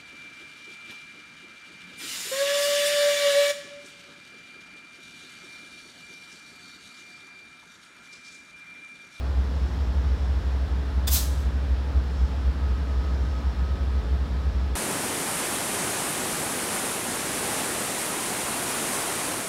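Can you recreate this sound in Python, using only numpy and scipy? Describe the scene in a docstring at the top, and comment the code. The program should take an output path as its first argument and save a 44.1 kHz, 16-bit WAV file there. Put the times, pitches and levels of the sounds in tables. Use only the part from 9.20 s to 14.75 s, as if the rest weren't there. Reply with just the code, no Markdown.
"""Two coupled diesel locomotives idle at a station, one engine turning fast and one slow.
Their exhaust notes beat against each other in a throbbing drone, over clattering fuel injectors,
fans, hums, a thin whine and seeping air. Once, an air brake valve spits and blows off its air,
and that hiss bounces back from the train and the buildings."""
import sys
import numpy as np
from scipy import signal
from scipy.fft import rfft, irfft
from scipy.io import wavfile

SR = 44100
rng = np.random.default_rng(int(sys.argv[2]) if len(sys.argv) > 2 else 0)


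def generate_wav(signal):
    """Clip the signal to [-1, 1] and save it as 16-bit WAV at the path in sys.argv[1]."""
    frames = np.transpose(np.atleast_2d(signal))
    scaled = np.clip(frames, -1, 1) * 32767
    pcm = np.round(scaled).astype(np.int16)
    wavfile.write(sys.argv[1], SR, pcm)


N = 244913
T, HZ = np.arange(N) / SR, np.fft.rfftfreq(N, 1 / SR)


def amp(db):
    """Turns decibels into a gain to multiply by."""
    return 10 ** (np.asarray(db) / 20)


def unit(x):
    """Scales a signal to an average strength (rms) of 1."""
    return x / np.sqrt(np.mean(x ** 2) + 1e-20)


def noise():
    """White noise: an even hiss."""
    return rng.standard_normal(N)


def colour(x, points, peaks=()):
    """Shapes bass and treble with a curve plus ringing peaks; the result has strength 1."""
    hz, db = np.transpose(points)
    shape = np.interp(np.log(HZ + 1), np.log(hz), db)
    for centre, width, lift in peaks:
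        shape = shape + lift / (1 + (2 * (HZ - centre) / width) ** 2)
    return unit(irfft(rfft(x) * amp(shape), N))


def drift(rate_hz):
    """A random wobble of strength 1, no faster than about rate_hz."""
    spectrum = rfft(rng.standard_normal(4096)) / (1 + (np.arange(2049) / T[-1] / rate_hz) ** 4)
    return np.interp(T, np.linspace(0, T[-1], 4096), unit(irfft(spectrum)))


def tone(hz, width_hz, unsteady):
    """A single wavering note of strength 1."""
    waver = 1 + unsteady * (drift(width_hz) + 1j * drift(width_hz))
    return unit((waver * np.exp(2j * np.pi * (hz * T + rng.random()))).real)


def burst(start_s, rise_s, hold_s, fall_db_per_s):
    """A gain that rises, holds, then dies away."""
    age = np.maximum(T - start_s, 0)
    return np.minimum(age / rise_s, 1) ** .75 * amp(-fall_db_per_s * np.maximum(age - rise_s - hold_s, 0))


def swell(top_s, length_s):
    """A smooth hump of height 1, length_s wide halfway up."""
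    return 2 ** -((2 * (T - top_s) / length_s) ** 2)


# The fast engine's speed, which its governor lets sag a little: (time [s], speed [cycles/s])
FAST_SPEED = [(0, 6.0), (2.6, 6.0), (3.2, 5.994)]

def engine_cycles(slow_cycle_hz=3.862, fast_offset_s=.108, slow_offset_s=.185):
    """Counts each engine's cycles; in one cycle every cylinder fires once."""
    fast_hz = np.interp(T, *np.transpose(FAST_SPEED))
    fast = np.cumsum(fast_hz) / SR - fast_offset_s * fast_hz[0]
    slow = slow_cycle_hz * (T - slow_offset_s)
    return fast, slow


# The tones in each engine's exhaust: (pitch [multiple of the cycle rate], level [dB])
FAST_NOTES = [(5, -63), (9, -50), (10, -50), (11, -25.5), (12, -45.5), (13, -36.5), (14, -67), (18, -45.5),
              (28, -54.5), (46, -51.5)]
SLOW_NOTES = [(13, -51.5), (14, -44.5), (15, -35.5), (16, -37), (17, -51), (18, -45), (19, -41), (21, -51),
              (56, -55)]

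def exhaust_drone(cycles, notes, uneven):
    """Unequal cylinders repeat once a cycle, so the exhaust sounds multiples of that rate."""
    return sum(amp(db) * np.sqrt(2) * (1 + uneven * drift(4.5)) * np.cos(2 * np.pi * round(k) * cycles)
               for k, db in notes)


def firings(cycles, fade, spread_db, cylinders=16):
    """One dying puff per firing, each a bit different; fade is a share of the gap between puffs."""
    stroke = (cycles + 1) * cylinders
    index = stroke.astype(int)
    per_cylinder = rng.standard_normal(cylinders)[index % cylinders]
    per_firing = rng.standard_normal(1024)[index % 1024]
    return unit(amp(spread_db * (per_cylinder + per_firing)) * np.exp(-(stroke % 1) / fade))


# Swirling exhaust gas: (frequency [Hz], relative level [dB])
GAS_COLOUR = [(18, -42), (30, -30), (39, -24), (53, 1), (66, 4.5), (80, 2), (94, -8), (125, -13.5),
              (160, -6.5), (200, -10.5), (245, -15), (295, -14), (345, -19), (700, -38.5), (3000, -100)]

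def exhaust_rumble(cycles, level_db=-34):
    """Gas rumbles out of the stacks, puffing as the cylinders fire."""
    puffs = 1.8 + firings(cycles, fade=.81, spread_db=1)
    return amp(level_db) * colour(noise() * puffs, GAS_COLOUR)


def injector_clatter(fast, slow):
    """The fuel injectors tick at every firing; the engine hood keeps the sharpest treble in."""
    ticks = noise() * firings(fast, fade=.5, spread_db=2.5)
    ticks += noise() * firings(slow, fade=.45, spread_db=.5)
    return signal.sosfilt(signal.butter(2, 4500, fs=SR, output="sos"), ticks)


def near_echoes(x, share, count=8):
    """Quick bounces off track stones and car sides boost some pitches and weaken others."""
    delays_s = rng.uniform(.002, .03, count)
    bounces = sum(np.roll(x, int(s * SR)) * (-1) ** k for k, s in enumerate(delays_s))
    return x + share * bounces / np.sqrt(count)


# Fans and engine block heard through the hood: (frequency [Hz], relative level [dB])
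HOOD_COLOUR = [(150, -29.5), (350, -5), (490, 1), (740, -3.5), (880, -2.5), (1250, -5.5), (1700, -6.5),
               (2230, -13.5), (3900, -14.5), (4900, -18), (6400, -26), (8000, -29.5), (15500, -39.5)]
# Ringing panels and ducts: (frequency [Hz], width [Hz], boost [dB])
HOOD_PEAKS = [(685, 43, 3), (750, 43, -0.5), (816, 9.3, 4), (1640, 36, -0.5), (2390, 43, 3.5),
              (3430, 220, 1.5), (5414, 320, 4.5), (7100, 340, 2)]

def fans_and_hood(clatter, level_db=-43.1):
    """The steady rush of the fans comes through the hood together with the clatter."""
    machinery = near_echoes(noise() + amp(-11) * clatter, share=.28)
    return amp(level_db) * colour(machinery, HOOD_COLOUR, HOOD_PEAKS)


# Hums of the smaller machines: (pitch [Hz], width [Hz], level [dB])
MACHINE_HUMS = [(153.4, 2.5, -50), (233.7, 2.3, -55.5), (263.7, 4, -57), (361.2, 4.3, -60)]

def hums():
    """Smaller machines on board hum with wavering notes."""
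    return sum(amp(db) * tone(hz, width, unsteady=.7) for hz, width, db in MACHINE_HUMS)


# Moments when the blower grows louder: (peak time [s], length [s], boost [dB])
BLOWER_SWELLS = [(1.0, .45, 3), (4.8, .7, 3.5)]

def blower(blade_hz=429.4, level_db=-54.2):
    """A cooling blower's blades make a note and a weaker one an octave up."""
    blades = tone(blade_hz, 5, unsteady=.28) + amp(-11) * tone(2 * blade_hz, 8, unsteady=.9)
    boost_db = sum(db * swell(s, length) for s, length, db in BLOWER_SWELLS)
    return amp(level_db + boost_db) * blades


def whine(pitch_hz=1269, faint_db=-61.5, surge_db=-57):
    """A thin whine, faint at first, comes up quickly and then eases off."""
    surge = burst(start_s=3.37, rise_s=.12, hold_s=.85, fall_db_per_s=7)
    return (amp(faint_db) + amp(surge_db) * surge) * tone(pitch_hz, 14, unsteady=.62)


# The hiss of seeping air: (frequency [Hz], relative level [dB])
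SEEP_COLOUR = [(1000, -19.5), (5500, 17.5), (7500, 9.5), (9000, -5.5), (11200, -14.5), (12300, -9.5),
               (14000, -7.5), (15700, -7.5)]
# Its sizzle: (frequency [Hz], width [Hz], boost [dB])
SEEP_SIZZLE = [(5300, 320, 9)]
# Its swells: (peak time [s], length [s], level [dB])
SEEP_SWELLS = [(.5, .45, -63), (1.05, .45, -65), (3.02, .18, -60), (4.02, .7, -62.5), (5.35, .25, -69)]

def seeping_air(steady_db=-74):
    """Air leaks from the train all the time, and now and then the hiss swells."""
    leak = amp(steady_db) + sum(amp(db) * swell(s, length) for s, length, db in SEEP_SWELLS)
    return leak * colour(noise(), SEEP_COLOUR, SEEP_SIZZLE)


# The first spit of air: (frequency [Hz], relative level [dB])
SPIT_COLOUR = [(200, -5), (700, 1.5), (1500, -1.5), (2500, -4), (5000, -3), (8500, -2.5), (10500, -8),
               (12500, -7), (15700, 3.5)]
# Pitches the pipe boosts in it: (frequency [Hz], width [Hz], boost [dB])
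SPIT_PEAKS = [(3430, 120, 13), (4900, 380, 9.5), (7800, 170, 8.1), (8770, 170, 8.7), (12000, 370, 4),
              (14400, 150, 4.1)]
# The pipe's ringing: (pitch [Hz], time to fade by 60 dB [s], level [dB])
PIPE_RING = [(3550, 0.08, -33.5), (4840, 0.049, -47)]

def valve_spit(start_s=1.8705, level_db=-22.5):
    """The brake valve cracks open with a short spit that leaves its pipe ringing."""
    flow = amp(level_db) * burst(start_s, rise_s=.009, hold_s=.006, fall_db_per_s=800)
    spit = flow * colour(noise(), SPIT_COLOUR, SPIT_PEAKS)
    age = np.maximum(T - start_s, 0)
    fading_s = np.maximum(age - .013, 0)
    ring = sum(amp(db - 60 * fading_s / fade_s) * tone(hz, 70, unsteady=.54)
               for hz, fade_s, db in PIPE_RING)
    return spit + ring * (1 - np.exp(-age / .0073))


# The main jet of air: (frequency [Hz], relative level [dB])
BLAST_COLOUR = [(300, -15), (1200, -6), (2300, -9.5), (3400, -1.5), (5000, 1), (7700, 0.5), (10300, -1),
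                (12500, 2.5), (13800, 2.5), (15700, 2)]
# Pitches the pipe boosts in it: (frequency [Hz], width [Hz], boost [dB])
BLAST_PEAKS = [(4010, 55, 2.8), (6270, 60, 7.7), (7470, 60, 6), (11600, 140, 3), (12600, 250, 3)]

def valve_blast(start_s=1.897, level_db=-20.8, dull_db=-5.5, flare_db=7.5):
    """The valve opens fully and dumps its air; the jet flares bright, then dulls as pressure drops."""
    jet = colour(noise(), BLAST_COLOUR, BLAST_PEAKS)
    body = signal.sosfiltfilt(signal.butter(3, 10000, fs=SR, output="sos"), jet)
    treble = jet - body
    brightness = amp(dull_db + flare_db * swell(start_s + .04, length_s=.04))
    flow = amp(level_db) * burst(start_s, rise_s=.049, hold_s=.024, fall_db_per_s=245)
    return flow * (body + brightness * treble)


def station_echoes(x, scatter_db, echo_db, echo_s):
    """Sound scatters off the train and ground, and a soft late echo returns from the buildings."""
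    hz, t, hiss = signal.stft(rng.standard_normal(SR), SR, nperseg=256)
    fade_s = np.interp(hz, [1000, 5000, 9000, 15000], [.7, .63, .6, .31])[:, None]  # treble dies first
    scatter = amp(-60 * t / fade_s)
    late_echo = amp(echo_db - hz[:, None] / 3000) * np.exp(-((t - echo_s) / .025) ** 2)
    build_up = 1 - np.exp(-t / .011)
    tail = signal.istft(hiss * (scatter + late_echo) * build_up, SR, nperseg=256)[1]
    return x + amp(scatter_db) * signal.fftconvolve(x, tail / np.linalg.norm(tail))[:N]


def scene():
    """The idling train and its one blow-off, in a single channel."""
    fast, slow = engine_cycles()
    train = exhaust_drone(fast, FAST_NOTES, uneven=.05) + exhaust_drone(slow, SLOW_NOTES, uneven=.1)
    train += exhaust_rumble(fast)
    train += fans_and_hood(injector_clatter(fast, slow))
    train += hums() + blower() + whine() + seeping_air()
    valve = station_echoes(valve_spit() + valve_blast(), scatter_db=-11, echo_db=-26, echo_s=.26)
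    return (train + valve)[None]


def record(dry):
    """Cuts away the very highest treble, above 15850 Hz."""
    low_pass = signal.firwin(1023, 15850, window=("kaiser", 9), fs=SR)
    return signal.oaconvolve(dry, low_pass[None], "same")


dry = scene()
out = record(dry)
generate_wav(out)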